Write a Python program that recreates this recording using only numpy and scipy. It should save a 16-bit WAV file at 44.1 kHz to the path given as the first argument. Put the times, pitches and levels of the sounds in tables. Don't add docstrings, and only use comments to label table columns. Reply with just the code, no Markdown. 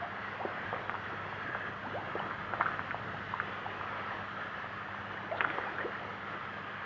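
import sys
import numpy as np
from scipy import signal
from scipy.fft import rfft, irfft, next_fast_len
from scipy.io import wavfile
from scipy.ndimage import uniform_filter1d, map_coordinates

SR = 44100
rng = np.random.default_rng(int(sys.argv[2]) if len(sys.argv) > 2 else 0)


def master(y):
    cut = np.clip(np.atleast_2d(y).T, -1, 1)
    pcm = np.round(cut * 32767)
    wavfile.write(sys.argv[1], SR, pcm.astype(np.int16))


N = 302085


def amp(db):
    return 10 ** (np.asarray(db) / 20)


def unit(x):
    return x / np.sqrt(np.mean(x ** 2) + 1e-20)


def wobble(rate):
    knots = rng.standard_normal(int(N * rate / SR) + 4)
    return map_coordinates(knots, [np.arange(N) * rate / SR])


def curves(rows):
    s, *columns = np.transpose(rows)
    return [np.interp(np.arange(N) / SR, s, column) for column in columns]


def filtered(x, response):
    m = next_fast_len(N + 8192)
    spectrum = rfft(x, m) * response(np.fft.rfftfreq(m, 1 / SR))
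    return irfft(spectrum, m)[:N]


def coloured(x, points):
    f, db = np.transpose(points)
    return unit(filtered(x, lambda hz: amp(np.interp(np.log(hz + 1), np.log(f), db))))


def add(track, s, sound):
    start = max(round(s * SR), 0)
    part = track[start:start + len(sound)]
    part += sound[:len(part)]


def bubble(t, hz, cycles, rise=0.027, softness=3.95):
    age = t * hz / cycles
    bend = 1 + rise * (np.tanh(age) - np.tanh(1))
    phase = cycles * (age - 1) * bend
    swell = (age * np.exp(1 - age)) ** softness
    return swell * np.cos(2 * np.pi * phase)


def drops(times, middle_hz, spread, cycles, scatter_db, size):
    pitch, life, strength, sign = rng.standard_normal((len(times), 4)).T[..., None]
    ticks = np.arange(SR // 70)
    rings = bubble(ticks / SR, middle_hz * np.exp(spread * pitch), cycles * np.exp(life / 2))
    rings = rings * np.sign(sign) * amp(scatter_db * np.minimum(strength, 2))
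    places = (times[:, None] * SR).astype(int) + ticks
    return np.bincount(places.ravel(), rings.ravel(), size)[:size]


def slurps(flutter_rate=220, froth=0.14, froth_rate=1000):
    # t/s, length of the climb/s, first f/Hz, climb/(Hz per s), level/dB
    gulps = [(0.008, 0.039, 681, 496, -37), (0.391, 0.037, 442, 15000, -35.5),
             (0.441, 0.024, 300, 5500, -33.5), (0.564, .034, 1302, 19100, -40),
             (0.734, 0.016, 490, 3200, -35), (1.48, 0.025, 196, 11550, -41),
             (1.836, 0.042, 537, 13000, -38), (1.866, 0.018, 213, 3500, -35.5),
             (1.922, 0.073, 240.8, 9420, -35), (2.153, 0.022, 351, 2400, -38),
             (2.6007, 0.012, 382, 110700, -28), (5.161, 0.028, 1500, 20000, -40),
             (5.31, 0.0285, 595, 3770, -29.5), (5.333, 0.028, 698, 9100, -37),
             (5.49, 0.027, 256, 4020, -38.5), (5.657, 0.033, 649, 11000, -37.5),
             (5.8, 0.018, 1685, 16900, -33.5), (5.84, 0.025, 239, 11440, -31)]
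    late = 1.25
    sink, tail_db = .2, -8.5
    rough, waver_rad = .18, .14
    track = np.zeros(N, complex)
    for s, length, first_hz, climb, db in gulps:
        t = np.arange(int(2 * length * SR)) / SR
        opening = np.minimum(t / length, 1)
        closing = np.maximum(t / length - 1, 0)
        hz = (first_hz + climb * length * opening) * (1 - sink * np.tanh(4 * closing))
        swell = np.abs(np.sin(np.pi * opening ** late)) ** 0.71
        tail = amp(tail_db) * opening ** 2 * (1 - closing)
        note = np.exp(2j * np.pi * np.cumsum(hz) / SR)
        add(track, s, amp(db) * np.hypot(swell, tail) * note)
    flutter = (1 + rough * wobble(flutter_rate)) * np.exp(1j * waver_rad * wobble(flutter_rate))
    rasp = froth * (wobble(froth_rate) + 1j * wobble(froth_rate))
    return np.real(track * (flutter + rasp))


def pops(count=3):
    # t of the peak/s, level/dB, f/Hz, swell time/cycles
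    bursts = [(.4487, -27, 600, 0.66), (.4526, -23.5, 520, 0.74), (.4582, -29.5, 480, 0.6),
              (.4907, -31, 780, 0.5), (.7297, -20, 790, 0.86), (.739, -29.5, 1130, 3),
              (.746, -27, 1500, 0.93), (.764, -24, 1140, 0.47), (0.8961, -16, 1370, 0.71),
              (0.9532, -21.5, 1250, 0.94), (1.133, -38.5, 327, 1.3), (1.328, -30.5, 920, 1.7),
              (1.549, -23, 1310, 1.9), (1.5531, -23.5, 750, 0.9), (2.155, -24.5, 450, 1.1),
              (2.195, -38.5, 3000, 12), (2.202, -23, 850, 1.25), (2.214, -30, 970, 2.1),
              (2.311, -25.5, 1340, 1.5), (2.537, -20, 800, 0.89), (2.5375, -22, 1440, 2.3),
              (2.5997, -25.5, 680, 1.2), (2.6111, -25, 1950, 1.9), (2.6112, -13, 1140, 1.46),
              (2.6168, -22, 1760, 2.3), (2.6184, -24, 950, 1.6), (2.63, -31, 1400, 5),
              (2.66, -22.5, 1310, 4.5), (2.6653, -24.5, 1520, 5.8), (2.6765, -25, 1350, 1.6),
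              (2.688, -24.5, 1260, 3.1), (2.794, -18.5, 1350, 0.93), (2.9093, -20.5, 1750, 1.3),
              (2.9153, -26.5, 1470, 4.1), (2.9458, -22.5, 824, 1.3), (3.34, -22, 1060, 2.5),
              (3.401, -16.5, 1470, 1.64), (3.6655, -28.5, 830, 3.6), (3.8124, -26.5, 1200, 2.1),
              (4.076, -27.5, 1350, 1), (4.644, -32.5, 800, 1.6), (4.946, -29.5, 900, 1.2),
              (5.384, -33, 1400, 4.6), (5.4075, -12.5, 1660, 1.3), (5.4091, -20, 2560, 1.9),
              (5.4137, -18, 1260, 0.86), (5.4161, -29, 950, 1.8), (5.445, -23, 1480, 4.8),
              (5.4485, -14.5, 1320, 1.3), (5.506, -30, 1600, 3), (5.585, -21.5, 935, 1.4),
              (5.588, -29, 490, 2), (5.612, -33, 1470, 4), (5.639, -31, 1550, 3), (5.694, -31, 1630, 3.4),
              (5.7857, -24.5, 1610, 3.3), (5.804, -26, 1600, 1.3), (5.812, -36.5, 527, 3.8),
              (5.831, -30, 1650, 2.8), (5.878, -37, 440, 2.5)]
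    gap_s, first_db, loss_db = 0.0065, -12, 8.5
    pitch_ratio, daughter_cycles = 1.12, 1.1
    track, t = np.zeros(N), np.arange(SR // 25) / SR
    chance = rng.standard_normal((len(bursts), count, 2))
    for (s, db, hz, cycles), daughters in zip(bursts, chance):
        add(track, s - cycles / hz, amp(db) * bubble(t, hz, cycles))
        for k, (late, pitch) in enumerate(daughters):
            ring = bubble(t, hz * pitch_ratio * np.exp(.2 * pitch), daughter_cycles)
            delay = gap_s * (k + np.exp(0.21 * late) / 2)
            add(track, s + delay, amp(db + first_db - loss_db * k) * ring)
    return track


def splashes(drop_rate=220):
    # t/s, length/s, rms level/dB, middle drop f/Hz
    patches = [(0.012, 0.044, -46, 910), (0.469, 0.046, -46, 604), (.745, 0.05, -51, 856),
               (0.939, 0.02, -41, 1160), (2.16, 0.018, -46, 725), (2.607, .035, -55.5, 4500),
               (2.614, 0.16, -45, 1370), (4.917, 0.04, -48, 1560), (5.36, .024, -51, 3650),
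               (5.416, 0.13, -55.5, 2700), (5.492, 0.041, -42.5, 1580), (5.604, 0.15, -49, 1460),
               (5.785, 0.047, -44.5, 1460), (5.918, 0.049, -44, 1570)]
    spray_db, spray_hz = -20.5, 3100
    track = np.zeros(N)
    for s, length, db, hz in patches:
        times = np.arange(0, length, 1 / drop_rate)
        times = times + rng.random(len(times)) / drop_rate
        size = int(length * SR) + SR // 70
        shower = drops(times, hz, spread=0.14, cycles=1.687, scatter_db=4.5, size=size)
        spray = drops(times, spray_hz, spread=0.58, cycles=0.94, scatter_db=0.5, size=size)
        splash = unit(shower) + amp(spray_db) * unit(spray)
        add(track, s, amp(db) * unit(splash * np.linspace(1, .4, size)))
    return track


def chains(bubble_rate=400, width_hz=95):
    # t/s, length/s, rms level/dB, f/Hz
    risers = [(0.032, 0.064, -50, 714), (1.39, 0.19, -46, 1660), (1.587, 0.12, -47.5, 1690),
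              (2.019, 0.36, -49.5, 1296), (3.788, .38, -48, 1295), (6.199, 0.37, -49, 1272)]
    track = np.zeros(N)
    for s, length, db, hz in risers:
        size = int(length * SR)
        times = np.arange(0, length, 1 / bubble_rate)
        times = times + rng.random(len(times)) / bubble_rate
        bubbles = drops(times, hz, spread=.08, cycles=2.003, scatter_db=2.5, size=size)
        ringing = signal.lfilter(*signal.iirpeak(hz, hz / width_hz, SR), bubbles)
        add(track, s, amp(db) * unit(ringing * signal.windows.tukey(size, .5)))
    return track


def strays(count=70):
    typical_hz, typical_db = 954, -41
    times = rng.random(count) * N / SR
    return amp(typical_db) * drops(times, typical_hz, spread=.36, cycles=2.2, scatter_db=1.5, size=N)


def rim(x, t60=.2, delay=0.002):
    t = np.arange(SR // 3) / SR
    tail = rng.standard_normal(len(t)) * amp(-60 * t / t60) * (t > delay)
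    return signal.fftconvolve(x, tail / np.linalg.norm(tail))[:N]


def patchy(x, depth_db):
    z = signal.stft(x, nperseg=1024)[2]
    across_bands = uniform_filter1d(rng.standard_normal(z.shape), 5, 0)
    field = uniform_filter1d(across_bands, 18, 1)
    return unit(signal.istft(z * amp(depth_db * unit(field)), nperseg=1024)[1][:N])


def running_water():
    # t/s, gurgle level/dB, trickle level/dB
    stir = [(0.0, -51, -42.5), (0.78, -45.5, -41.5), (1.03, -48, -42.5), (1.81, -48, -42.5),
            (2.1, -44.5, -42.5), (2.38, -47.5, -42.5), (2.8, -45, -42), (3.07, -49, -42),
            (3.79, -46, -41.5), (4.83, -51.5, -42.5), (5.27, -48, -43), (5.53, -43.5, -41.5),
            (6.62, -50, -43.5), (6.85, -51, -41.5)]
    # f/Hz, relative level/dB
    gurgle_colour = [(150, -21.5), (280, -0.5), (450, 3), (750, 4.5), (1100, -1.5), (2000, -45)]
    # f/Hz, relative level/dB
    trickle_colour = [(500, -17.5), (900, -6), (1050, -2), (1170, -2.5), (1265, 0), (1500, -2.5), (1700, 0),
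                      (2000, -4.5), (2280, -11.5), (2950, -13), (3380, -17), (3720, -24), (4400, -28),
                      (5300, -35), (6200, -40), (7200, -56.5)]
    gurgle_trim_db, trickle_trim_db = -1.02, -0.2
    gurgle_db, trickle_db = curves(stir)

    large = drops(rng.random(1500) * N / SR, 557, spread=.45, cycles=1.247, scatter_db=2.5, size=N)
    gurgle_wash = coloured(rng.standard_normal(N), gurgle_colour)
    gurgle = unit(gurgle_wash + amp(-4.5) * coloured(large, gurgle_colour))

    small = drops(rng.random(3000) * N / SR, 1455, spread=.25, cycles=2.32, scatter_db=1.0, size=N)
    trickle_wash = coloured(rng.standard_normal(N), trickle_colour)
    trickle = patchy(trickle_wash + amp(-6.5) * coloured(small, trickle_colour), depth_db=1.5)

    low = amp(gurgle_db + gurgle_trim_db + 1.3 * wobble(12)) * gurgle
    high = amp(trickle_db + trickle_trim_db + 0.58 * wobble(16)) * trickle
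    return low + high


def pump(follow=1.0):
    # t/s, level/dB
    rumble_level = [(0.0, -53.5), (0.55, -52), (3.15, -48.5), (3.55, -53), (6.49, -53), (6.85, -54)]
    # f/Hz, relative level/dB
    rumble_colour = [(20, -31), (42, -15.5), (62, -17), (80, -5), (120, -0.5), (170, -1.5), (250, -7.5),
                     (450, -21), (1000, -46)]
    # f/Hz, amplitude level/dB
    lines = [(50, -68.5), (99.9, -54), (200.1, -55), (1234.7, -56), (2203, -68), (6914, -88)]
    rumble_trim_db = -1.5
    t = np.arange(N) / SR
    level_db, = curves(rumble_level)
    sound = amp(level_db + rumble_trim_db) * coloured(rng.standard_normal(N), rumble_colour)
    for hz, db in lines:
        swell_db = follow * (level_db - level_db.mean()) * (hz < 150)
        strength = amp(db + swell_db + 0.81 * wobble(2.1))
        sound = sound + strength * np.sin(2 * np.pi * hz * t + 0.35 * wobble(3.6))
    return sound


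def scene():
    fish = slurps() + pops() + splashes() + chains() + strays()
    fish = filtered(fish, lambda hz: hz / np.hypot(hz, 130) / np.sqrt(1 + (hz / 3400) ** 10))
    return (fish + amp(-10.0) * rim(fish) + running_water() + pump())[None]


def record(dry):
    top_hz, fade_hz = 7250, 220
    thin = filtered(dry[0], lambda hz: hz ** 3 / np.sqrt(hz ** 6 + 42. ** 6))
    return filtered(thin, lambda hz: np.clip((top_hz - hz) / fade_hz, 0, 1))[None]


dry = scene()
out = record(dry)
master(out)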